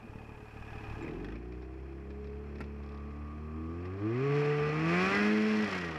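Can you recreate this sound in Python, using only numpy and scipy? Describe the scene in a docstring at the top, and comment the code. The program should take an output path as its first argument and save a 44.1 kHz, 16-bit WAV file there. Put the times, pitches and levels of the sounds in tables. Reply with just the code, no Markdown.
"""An uneven, popping idle and a soft bump on the seat: a two-stroke twin snowmobile, heard from the
rider's helmet. It catches on the throttle, creeps off with clanks, a rattle and one hard knock, then
revs up in two steps and eases off. The firings drone and buzz through the silencer, chain and intake
rasp under the hood, the drive belt whines and the rubber track rumbles over snow."""
import sys
import numpy as np
from scipy import signal
from scipy.fft import rfft, irfft, next_fast_len
from scipy.io import wavfile
from scipy.ndimage import uniform_filter1d

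SR = 44100
rng = np.random.default_rng(int(sys.argv[2]) if len(sys.argv) > 2 else 0)


def log_audio(samples):
    """Write samples as a 16-bit WAV file to the path given in sys.argv[1]."""
    # one column per channel
    frames = np.atleast_2d(samples).T
    # limit to full scale, then quantise
    limited = np.clip(frames, -1, 1)
    pcm = np.round(limited * 32767).astype(np.int16)
    wavfile.write(sys.argv[1], SR, pcm)


N = 263718


def amp(db):
    """Decibels to gain."""
    return 10 ** (np.asarray(db) / 20)


def unit(x):
    """Scale to rms 1."""
    return x / np.sqrt(np.mean(x ** 2) + 1e-20)


def eq_db(points, hz):
    """Read an EQ curve in dB on a log frequency axis, silent beyond its ends."""
    freqs, levels = np.transpose(points)
    return np.interp(np.log(hz + 1), np.log(freqs + 1), levels, left=-120, right=-120)


def envelopes(rows):
    """One breakpoint envelope for each column after the time."""
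    times, *columns = np.transpose(rows)
    return [np.interp(np.arange(N) / SR, times, column) for column in columns]


def wobble(rate):
    """A smooth random modulator, rate knots a second."""
    knots = rng.standard_normal(int(N * rate / SR) + 4)
    smooth = signal.resample_poly(knots, 10, 1)
    return np.interp(np.arange(N) * 10 * rate / SR, np.arange(len(smooth)), smooth)


def filtered(x, response):
    """x through a complex frequency response."""
    size = next_fast_len(N + SR // 2)
    return irfft(rfft(x, size) * response(np.fft.rfftfreq(size, 1 / SR)), size)[:N]


def noise(eq):
    """Noise of rms 1, coloured by an EQ curve."""
    return unit(filtered(rng.standard_normal(N), lambda hz: amp(eq_db(eq, hz))))


def resonate(x, modes):
    """x through a resonator bank: (frequency [Hz], width [Hz], gain [dB])."""
    return filtered(x, lambda f: sum(
        (-1) ** k * amp(db) * 1j * f * width / (hz * hz - f * f + 1j * f * width)
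        for k, (hz, width, db) in enumerate(modes)))


def lowpass(x, corner_hz, order):
    """Causal low-pass."""
    return signal.sosfilt(signal.butter(order, corner_hz, fs=SR, output="sos"), x)


def blip(time_s, half_length_s, hz, db):
    """A brief, soft-edged ring of one pitch."""
    t = np.arange(N) / SR - time_s
    return amp(db) * np.exp(-(t / half_length_s) ** 2) * np.sin(2 * np.pi * hz * t)


def singing_metal(modes, waver_db):
    """Metal kept ringing: each mode wavers in level, and in pitch by about its own width."""
    out, t = np.zeros(N), np.arange(N) / SR
    for hz, width, db in modes:
        gain = amp(db + waver_db * wobble(40))
        drift = np.cumsum(width / 2 * wobble(60)) / SR
        out += gain * np.sin(2 * np.pi * (hz * t + drift))
    return unit(out)


# Fader of the air bed: (time [s], level [dB])
AIR_LEVEL = [(0, -81), (.95, -77.5), (1.4, -87.5), (5.98, -86)]
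# Airy top end: (frequency [Hz], gain [dB])
AIR_EQ = [(4000, -10), (7400, -1.5), (8500, -5.5), (11000, -5.5), (15500, -14)]

def air():
    """A faint, high hiss behind everything."""
    return amp(envelopes(AIR_LEVEL)[0]) * noise(AIR_EQ)


# Dull rumble of track and seat: (frequency [Hz], gain [dB])
RUMBLE_EQ = [(25, -28.5), (80, -9), (200, -2), (420, -3.5), (560, -3.5), (800, -10.5), (1500, -50)]

def track(firing_hz, grip, cruise_hz=205, cruise_db=-45.5, lag_s=.16):
    """The rubber track churns the snow, louder with the sled's speed, which lags the engine's."""
    speed = np.abs(lowpass(grip * firing_hz / cruise_hz, 1 / (2 * np.pi * lag_s), order=1))
    return speed ** 2.2 * amp(cruise_db + 1.8 * wobble(9.6)) * noise(RUMBLE_EQ)


def rider(settle_db=-57.5, fade_db_per_s=17):
    """The rider lands on the seat with a hollow bump and a rumble that dies away."""
    settle = amp(settle_db - fade_db_per_s * np.arange(N) / SR) * noise(RUMBLE_EQ)
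    return settle + blip(time_s=.0482, half_length_s=.019, hz=227, db=-44)


# Single chassis hits: (time [s], body level [dB], ring level [dB])
KNOCK_CUES = [(1.047, -43, -75), (1.077, -44, -79), (1.3548, -44, -67), (1.5216, -50.5, -69),
              (1.621, -53, -68.5), (2.104, -49, -67), (2.604, -41.5, -69), (2.6083, -46, -68),
              (3.8537, -44, -63.5)]
# A loose part ticks once a crank turn: (start [s], length [s], body level [dB], ring level [dB])
RATTLE_CUES = [(2.243, .045, -50, -66), (2.556, .11, -47.5, -64), (2.834, .155, -63, -66)]
# Dull body of a hit: (frequency [Hz], gain [dB])
KNOCK_BODY_EQ = [(100, 4), (300, 10), (550, 2), (770, -14), (1000, -6), (1400, -11), (1720, -6.5),
                 (2000, -7), (2400, -4.5), (3200, -22.5), (5000, -58)]
# Bright edge of a hit: (frequency [Hz], gain [dB])
KNOCK_RING_EQ = [(2500, -19), (3300, 0), (4300, -0.5), (4800, -2), (5400, 1), (6400, -20), (7600, -22),
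                 (13500, -41)]

def knocks(firing_hz, attack_s=.00038, knock_t60=.073, tick_t60=.048, body_trim_db=3.5, ring_trim_db=2):
    """Loose panels and ski linkage knock and rattle: a dull body and a thin metallic ring."""
    body, ring, t = np.zeros(N), np.zeros(N), np.arange(SR // 8) / SR
    hits = [(*cue, knock_t60) for cue in KNOCK_CUES]
    for start, length, body_db, ring_db in RATTLE_CUES:
        turn_s = 2 / firing_hz[round(start * SR)]
        hits += [(s, body_db, ring_db, tick_t60) for s in np.arange(start, start + length, turn_s)]
    for start, body_db, ring_db, t60 in hits:
        shape = (1 - np.exp(-t / attack_s)) * amp(-60 * t / t60)
        body[round(start * SR):][:len(t)] += amp(body_db + body_trim_db) * shape
        ring[round(start * SR):][:len(t)] += amp(ring_db + ring_trim_db) * shape
    return body * noise(KNOCK_BODY_EQ) + ring * noise(KNOCK_RING_EQ)


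# Partials of the struck panel: (frequency [Hz], gain [dB])
CLACK_PARTIALS = [(921, 0), (1370, 10.5), (2180, -8)]

def clack(time_s=2.606, ring_db=-50, ring_t60=.052, crack_db=-64, crack_t60=.05):
    """The hardest knock meets metal on metal: a bright crack and a short ring of the struck panel."""
    out, t = np.zeros(N), np.arange(SR // 8) / SR
    ring = sum(amp(db) * np.sin(2 * np.pi * hz * t) for hz, db in CLACK_PARTIALS)
    crack = amp(crack_db - 60 * t / crack_t60) * noise(AIR_EQ)[:len(t)]
    out[round(time_s * SR):][:len(t)] = amp(ring_db - 60 * t / ring_t60) * ring + crack
    return out


# The drive takes up its slack: (time [s], ring and body level [dB], crack level [dB], pitch [ratio])
CLANK_CUES = [(1.025, -48, -66, 1.14), (1.081, -48, -73, 1.1), (1.2, -55.5, -76, 1.1),
              (1.246, -43.5, -59, 1), (1.287, -48.5, -70, 1), (1.323, -45.5, -68, 1.02)]
# Steely partials of the chain: (frequency [Hz], gain [dB])
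CLANK_PARTIALS = [(1540, -4), (1755, -6), (1863, -5), (2050, -14), (3300, -15.5)]

def chain_clanks(t60=.055):
    """The drive chain snaps taut as the sled moves off: a dry knock, a thin crack and a short ring."""
    out, t = np.zeros(N), np.arange(SR // 6) / SR
    for start, db, crack_db, pitch in CLANK_CUES:
        ring = sum(amp(db + gain_db + rng.normal(0, 2.5)) * np.sin(2 * np.pi * pitch * hz * t)
                   for hz, gain_db in CLANK_PARTIALS)
        crack = amp(crack_db) * noise(KNOCK_RING_EQ)[:len(t)]
        body = amp(db - 1) * noise(KNOCK_BODY_EQ)[:len(t)]
        out[round(start * SR):][:len(t)] += amp(-60 * t / t60) * (ring + crack + body)
    return out


# Colour of the clutch chatter: (frequency [Hz], gain [dB])
CHATTER_EQ = [(500, -14), (850, 7), (1400, -2.5), (1700, 1.5), (2250, -12), (2530, 3), (2800, -6),
              (4000, -17.5), (5400, -17), (8000, -41)]
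# Ring of the clutch sheave: (frequency [Hz], width [Hz], gain [dB])
SHEAVE_MODES = [(802, 59, 2.5), (1240, 68.2, 0.5), (1675, 71.7, -1), (2470, 40.9, 2), (2580, 40.5, -2)]

def clutch(cycles, grip, level_db, scatter_db=2):
    """Until it grips, the clutch chatters at every firing, and once a crank turn its sheave rings."""
    def strokes(count, floor):
        since = count % 1
        sizes = amp(scatter_db * np.tanh(rng.standard_normal(int(count.max()) + 1)))
        shape = (1 - np.exp(-since / .12)) * np.exp(-5 * since)
        return unit(floor + sizes[count.astype(int)] * shape)
    turns = cycles / 2 + .36 + .05 * wobble(14)
    chatter = strokes(2 * turns, floor=.15) * noise(CHATTER_EQ)
    ring = strokes(turns, floor=.075) * singing_metal(SHEAVE_MODES, waver_db=2.5)
    return amp(level_db) * (1 - grip) * (chatter + amp(.5) * ring)


# Whine of the loaded belt: (time [s], pitch [Hz], level [dB])
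BELT_WHINE = [(4.1, 1955, -80), (4.4, 1957, -58), (4.9, 1975, -46), (5.15, 1972, -38), (5.33, 1975, -52),
              (5.43, 1944, -46), (5.75, 1916, -50), (5.98, 1900, -51)]
# Belt squeaks: (time [s], half length [s], pitch [Hz], peak [dB])
SQUEAK_CUES = [(5.074, 0.024, 2335, -38), (5.758, 0.021, 2180, -42.5)]

def belt(waver_hz=24, flicker_db=3.5):
    """The drive belt's whine drifts in pitch, comes and goes, and twice breaks into a squeak."""
    hz, db = envelopes(BELT_WHINE)
    phase = np.cumsum(hz + waver_hz * wobble(60)) / SR
    whine = amp(db + flicker_db * wobble(17)) * np.sin(2 * np.pi * phase)
    return whine + sum(blip(*cue) for cue in SQUEAK_CUES)


# Fader of the crank throb: (time [s], level [dB])
THROB_LEVEL = [(1.5, -76), (3.1, -64.5), (4.45, -74), (4.66, -53.5), (5.5, -57.5)]

def crank_throb(cycles, coast, coast_boost_db=7.5):
    """The crankshaft throbs once a turn, every second firing, and harder as the engine slows."""
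    db = envelopes(THROB_LEVEL)[0] + coast_boost_db * coast + 2 * wobble(13)
    return np.sqrt(2) * amp(db) * np.sin(np.pi * cycles)


# Fader of the engine-bay noise; clutch and exhaust snarl follow it too: (time [s], level [dB])
RASP_LEVEL = [(0, -60), (.42, -59), (.88, -52), (1.2, -56.5), (1.45, -58), (1.8, -59), (3.1, -57),
              (3.55, -58), (3.98, -53), (4.36, -40), (4.78, -40.5), (4.93, -35), (5.15, -33), (5.4, -39),
              (5.73, -36.5), (5.98, -43)]
# Rasp at low revs: (frequency [Hz], gain [dB])
IDLE_RASP_EQ = [(280, -18.5), (480, 0), (630, 3), (740, 6), (888, 2.5), (1230, 2.5), (1330, -0.5),
                (1700, 0), (2200, -3), (2510, 1.5), (2770, -8.5), (3500, -24), (4550, -69), (7700, -120)]
# Rasp at high revs: (frequency [Hz], gain [dB])
REV_RASP_EQ = [(280, -46), (480, -5.5), (647, -11), (740, -10.5), (918, -3.5), (1060, -7.5), (1160, -2.5),
               (1320, -3.5), (1660, -2), (1800, -2.5), (1970, 0.5), (2130, -5.5), (2490, -5), (2940, -9.5),
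               (3500, -20), (4550, -27.5), (7700, -120)]
# Sizzle on top of the rasp: (frequency [Hz], gain [dB])
HISS_EQ = [(2700, -17), (3200, 8), (3700, -3), (4250, 3), (4700, -0.5), (5350, 2), (6500, -10), (7400, -11),
           (8700, -22.5), (10000, -18), (12300, -30), (15000, -33)]
# Sheet metal of the engine bay: (frequency [Hz], width [Hz], gain [dB])
PANEL_MODES = [(2435, 35, 1.5), (2580, 35, -3.5), (2740, 28.6, -0.5), (4285, 70, -7.5), (5272, 80, -7.5)]

def rasp(cycles, revs, coast, level_db):
    """Chain and intake rasp, pulsing with the crank, rougher as it slows; at high revs panels sing."""
    def grain():
        pulse_db = -.8 * np.cos(np.pi * cycles)
        return unit(amp(pulse_db + (2 + 1.5 * coast) * np.tanh(wobble(130))))
    colour = np.sqrt(1 - revs) * noise(IDLE_RASP_EQ) + np.sqrt(revs) * noise(REV_RASP_EQ)
    panels = amp(-15.5) * revs * (1 - coast) * singing_metal(PANEL_MODES, waver_db=4.5)
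    body = amp(-1.5 - 2.06 * revs) * grain() * colour
    hiss = amp(-19.5 + 4.97 * revs ** 3) * grain() * noise(HISS_EQ)
    return amp(level_db) * (body + panels + hiss)


def hood_gain(hz, centre_hz=1160, half_width_hz=85):
    """Gain 0-1 of the hood's narrow nasal resonance."""
    return 1 / (1 + ((hz - centre_hz) / half_width_hz) ** 4)


# Fader of the nasal whine: (time [s], level [dB])
WHINE_LEVEL = [(2.6, -78), (2.95, -60), (3.95, -58), (4.3, -48), (4.7, -47), (4.93, -41.5), (5.14, -36.5),
               (5.35, -51)]
ORDER_LIMIT = 19  # orders are multiples of the firing rate; all stay below this one

def hood_whine(cycles, firing_hz, waver_db=1.6):
    """Each firing order from the fifth up sings out as it crosses the resonance of the hood."""
    out = np.zeros(N)
    for k in range(5, ORDER_LIMIT):
        phase = 2 * np.pi * (k * cycles + rng.random()) + .45 * wobble(70)
        out += hood_gain(k * firing_hz) * np.cos(phase)
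    return np.sqrt(2) * amp(envelopes(WHINE_LEVEL)[0] + waver_db * wobble(18)) * out


# Faders of orders 4, 5 and 6 in the silencer, by order: (time [s], level [dB])
HUM_LEVELS = { 4: [(.95, -70), (1.07, -49), (1.32, -50), (1.6, -71), (2.1, -64.5), (3.06, -59),
              (3.17, -51.5), (3.37, -53.5), (3.47, -67), (3.58, -46), (4.06, -45.5), (4.25, -58)],
              5: [(1.1, -69), (1.4, -53), (1.95, -50.5), (2.2, -63), (2.58, -54), (2.92, -61.5), (3.2, -69),
              (3.42, -54), (3.76, -56), (4.0, -63)], 6: [(.98, -71), (1.1, -48.5), (1.45, -52.5),
              (1.9, -56.5), (2.32, -47), (2.5, -57.5), (2.72, -53), (3.02, -55), (3.25, -65)]}

def hum(cycles, handover, waver_db=1.6, waver_rad=.2):
    """The middle orders ebb and flow at low speed and crossfade into the buzz as the revs climb."""
    out = np.zeros(N)
    for k, levels in HUM_LEVELS.items():
        db = envelopes(levels)[0] + waver_db * wobble(16)
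        out += amp(db) * np.cos(2 * np.pi * (k * cycles + rng.random()) + waver_rad * wobble(25))
    return np.sqrt(2) * (1 - handover) * out


# Silencer and hood as they pass the upper orders: (frequency [Hz], gain [dB])
BUZZ_EQ = [(25, -22), (100, 4), (225, -1.5), (255, -2.5), (285, -6), (320, 4), (360, 1), (425, 2),
           (480, -12.5), (600, -12), (720, -1.5), (880, -20.5), (1040, -11.5), (1245, -4.5), (1310, -12),
           (1560, -10), (1690, -6.5), (1800, -14.5), (1980, -8), (2200, -9.5), (2520, -6), (2750, -18.5),
           (3000, -36)]
# Cylinder imbalance in the growl, half orders against whole ones: (time [s], level [dB])
IMBALANCE = [(1.0, -6), (2.0, -6), (2.5, -7), (3.7, -11.5), (4.1, -24.5), (4.5, -20), (4.65, -12),
             (5.1, -12), (5.98, -4)]

def buzz(cycles, firing_hz, handover, growl_db, snarl_db, half_snarl_db=-7, blur_hz=1000, blur_rad=.7):
    """Upper orders sweep through the pipe, growl below, snarl above; unequal cylinders add halves."""
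    out, imbalance_db = np.zeros(N), envelopes(IMBALANCE)[0]
    flutter_db = [1.8 * wobble(22) for _ in range(ORDER_LIMIT)]
    swell_db = [2.2 * wobble(4.013) for _ in range(ORDER_LIMIT)]
    rounding_db = -4.5 * np.clip((firing_hz - 72) / 5, 0, 1)  # faster pulses round off
    for k in np.setdiff1d(np.arange(3, 2 * ORDER_LIMIT) / 2, [2, 3]):  # 2 and 3 are in the drone
        hz, is_half = k * firing_hz, k % 1 > 0
        one, other = rng.choice(ORDER_LIMIT, 2, replace=False)
        low_db = growl_db + rounding_db * max(k - 4, 0) + is_half * imbalance_db
        high_db = snarl_db + is_half * half_snarl_db
        treble = np.clip((hz - 450) / 150, 0, 1)
        db = eq_db(BUZZ_EQ, hz) + low_db + (high_db - low_db) * treble
        db += flutter_db[one] + swell_db[other]
        # the highest orders lose their pitch and smear into a rasp
        blur = blur_rad * np.clip(hz / blur_hz - 1, 0, 1) * wobble(120)
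        # leave room for the hum and the hood whine
        share = (handover if k in HUM_LEVELS else 1) * (1 if is_half else 1 - hood_gain(hz))
        out += share * amp(db) * np.cos(2 * np.pi * (k * cycles + .91 * rng.random()) + blur)
    return np.sqrt(2) * out


# Strong firings at idle: (time [s], level [dB])
POP_CUES = [(0.096, -38), (0.158, -33), (0.344, -41), (0.612, -36), (0.722, -37), (0.775, -35),
            (0.885, -38), (0.912, -33), (0.938, -33), (1.014, -38)]

def pops(thump_hz=95.5, t60=.019, trim_db=6.5):
    """After misfires a full charge burns at once: a short low thump."""
    out, t = np.zeros(N), np.arange(SR // 10) / SR
    thump = amp(trim_db - 60 * t / t60) * np.sin(2 * np.pi * thump_hz * t)
    for start, db in POP_CUES:
        out[round(start * SR):][:len(t)] -= amp(db) * thump
    return out


# Silencer resonances: (frequency [Hz], width [Hz], closed-throttle gain [dB], open-throttle gain [dB])
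SILENCER_MODES = [(71.4, 63, -3.5, -11.5), (111, 91, -4, -2), (225.4, 27, -6, 2.5), (313.6, 33, -10, 1.5),
                  (419, 19.4, -2.5, -17.5), (427, 20.3, 0.5, 3.5)]

def sputter(cycles, firing_hz, throttle, level_db, open_trim_db=-3):
    """Each firing is too strong or weak by chance and rings the silencer, higher on open throttle."""
    firings = np.flatnonzero(np.diff(np.floor(cycles)))
    kicks = np.zeros(N)
    kicks[firings] = np.tanh(rng.standard_normal(len(firings))) / np.sqrt(firing_hz[firings])
    rings = (resonate(kicks, np.array(SILENCER_MODES)[:, [0, 1, column]]) for column in (2, 3))
    closed, opened = (unit(lowpass(ring, corner_hz=520, order=6)) for ring in rings)
    return amp(level_db) * ((1 - throttle) * closed + throttle * amp(open_trim_db) * opened)


# How hard the exhaust blows; growl and sputter follow it too: (time [s], level [dB])
EXHAUST_LEVEL = [(0, -49.5), (.45, -48), (.97, -41), (1.06, -43.5), (1.5, -45.5), (3.4, -42.5),
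                 (3.98, -37.5), (4.06, -33), (4.2, -33.5), (4.35, -31), (4.7, -34.5), (4.95, -30.5),
                 (5.63, -34), (5.68, -39), (5.76, -39), (5.98, -47)]
# Balance of orders 1, 2 and 3: (closed-throttle gain [dB], open-throttle gain [dB])
DRONE_MIX = [(-0.5, -2), (-20, -14), (-5.5, -13.5)]
# The silencer's low end, notched near 198 and 298 Hz: (frequency [Hz], gain [dB])
DRONE_EQ = [(30, -29), (37, -12), (43, 0), (58, 2.5), (72, 1.5), (110, -2), (140, 1), (150, 0.5), (178, 2),
            (198, -5), (209, 5), (245, 8.5), (275, 3), (291, 3), (298, -4.5), (306, 6.5), (320, 12),
            (365, 9.5), (405, 10.5), (432, 13), (443, 14.5), (475, 0.5), (700, -8.5)]
# Order 2 rides up and down with engine speed: (firing rate [Hz], gain [dB])
SECOND_ORDER_TRIM = [(30, 5), (60, 4), (98, 1), (113, -5.5), (135, 2.5), (150, 0.5), (250, -4.5)]

def drone(cycles, firing_hz, throttle, level_db, waver_db=.7, swell_db=.9):
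    """The three lowest firing orders: clean tones that swell and dip across the silencer's peaks."""
    out = np.zeros(N)
    for k, (closed_db, open_db) in enumerate(DRONE_MIX, 1):
        db = level_db + closed_db + throttle * (open_db - closed_db) + eq_db(DRONE_EQ, k * firing_hz)
        db += waver_db * wobble(27) + (k > 1) * swell_db * wobble(4.886)
        db += (k == 2) * eq_db(SECOND_ORDER_TRIM, firing_hz)
        # the pipe delays each order differently, which rounds off the pulses
        out -= amp(db) * np.cos(2 * np.pi * k * cycles - np.pi / 6 * (k - 1) ** 2)
    return np.sqrt(2) * out


# The throttle snaps open: (time [s], opening [0-1])
THROTTLE_MOVE = [(.97, 0), (1.03, 1)]
# Engine speed once off idle: (time [s], firing rate [Hz])
REV_CURVE = [(1.0, 36.2), (1.11, 38.8), (1.28, 50.9), (1.36, 57.6), (1.47, 60.4), (1.65, 63.2),
             (1.86, 66.8), (2.04, 68.6), (2.3, 70.0), (2.48, 71.8), (2.75, 71.5), (2.98, 71.4), (3.2, 73.8),
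             (3.47, 76.6), (3.68, 81.3), (3.91, 92.6), (4.02, 102.0), (4.11, 114.5), (4.19, 129.2),
             (4.25, 139.6), (4.36, 145.3), (4.5, 147.2), (4.62, 147.3), (4.72, 151.4), (4.8, 156.8),
             (4.91, 169.4), (5.01, 183.7), (5.17, 203.3), (5.31, 212.5), (5.48, 215.5), (5.63, 213.1),
             (5.72, 189.9), (5.81, 176.9), (5.98, 151.0)]
IDLE_HZ, FULL_PULL_HZ_PER_S = 36.7, 150  # firing rate at idle, and its climb at full pull
GRIP_HZ, SLIP_HZ = 60.2, 5.7  # firing rate at full clutch grip, and the slipping range below it

def scene():
    """One crankshaft drives every engine layer; open snow gives no echo."""
    throttle, = envelopes(THROTTLE_MOVE)
    firing_hz = IDLE_HZ + throttle * (envelopes(REV_CURVE)[0] - IDLE_HZ)
    cycles = np.cumsum(firing_hz * (1 + .001 * wobble(30))) / SR + .5  # one cycle a firing
    revs = np.clip((firing_hz - 85) / 95, 0, 1)
    grip = np.clip(1 + (firing_hz - GRIP_HZ) / SLIP_HZ, 0, 1)
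    handover = np.clip((firing_hz - 110) / 30, 0, 1)
    climb = uniform_filter1d(np.gradient(firing_hz) * SR, size=SR // 10) / FULL_PULL_HZ_PER_S
    pull, coast = np.clip(climb, 0, 1), np.clip(-climb, 0, 1)

    exhaust_db, rasp_db = envelopes(EXHAUST_LEVEL)[0], envelopes(RASP_LEVEL)[0]
    choke_db = -12 * (1 - throttle)  # a closed throttle ducks the upper orders
    growl_db = exhaust_db + choke_db - 13 + 9 * revs + 2 * throttle * (1 - grip)
    snarl_db = rasp_db + choke_db - 12 + 5 * revs + 2.2 * (pull - 2 * coast)
    sputter_db = exhaust_db - 5 - 9 * grip + 6 * revs ** 2 * pull

    exhaust = drone(cycles, firing_hz, throttle, exhaust_db)
    exhaust += hum(cycles, handover) + hood_whine(cycles, firing_hz)
    exhaust += buzz(cycles, firing_hz, handover, growl_db, snarl_db)
    exhaust += sputter(cycles, firing_hz, throttle, sputter_db) + pops()
    machine = rasp(cycles, revs, coast, rasp_db) + belt() + clutch(cycles, grip, rasp_db - 2.5)
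    machine += chain_clanks() + crank_throb(cycles, coast) + knocks(firing_hz) + clack()
    machine += blip(time_s=1.03, half_length_s=.006, hz=7320, db=-62)  # a tink as the throttle opens
    background = air() + track(firing_hz, grip) + rider()
    return (background + machine + exhaust)[None]


def record(dry, top_hz=15200):
    """A brick-wall high cut on the mix."""
    return filtered(dry[0], lambda hz: hz < top_hz)[None]


dry = scene()
out = record(dry)
log_audio(out)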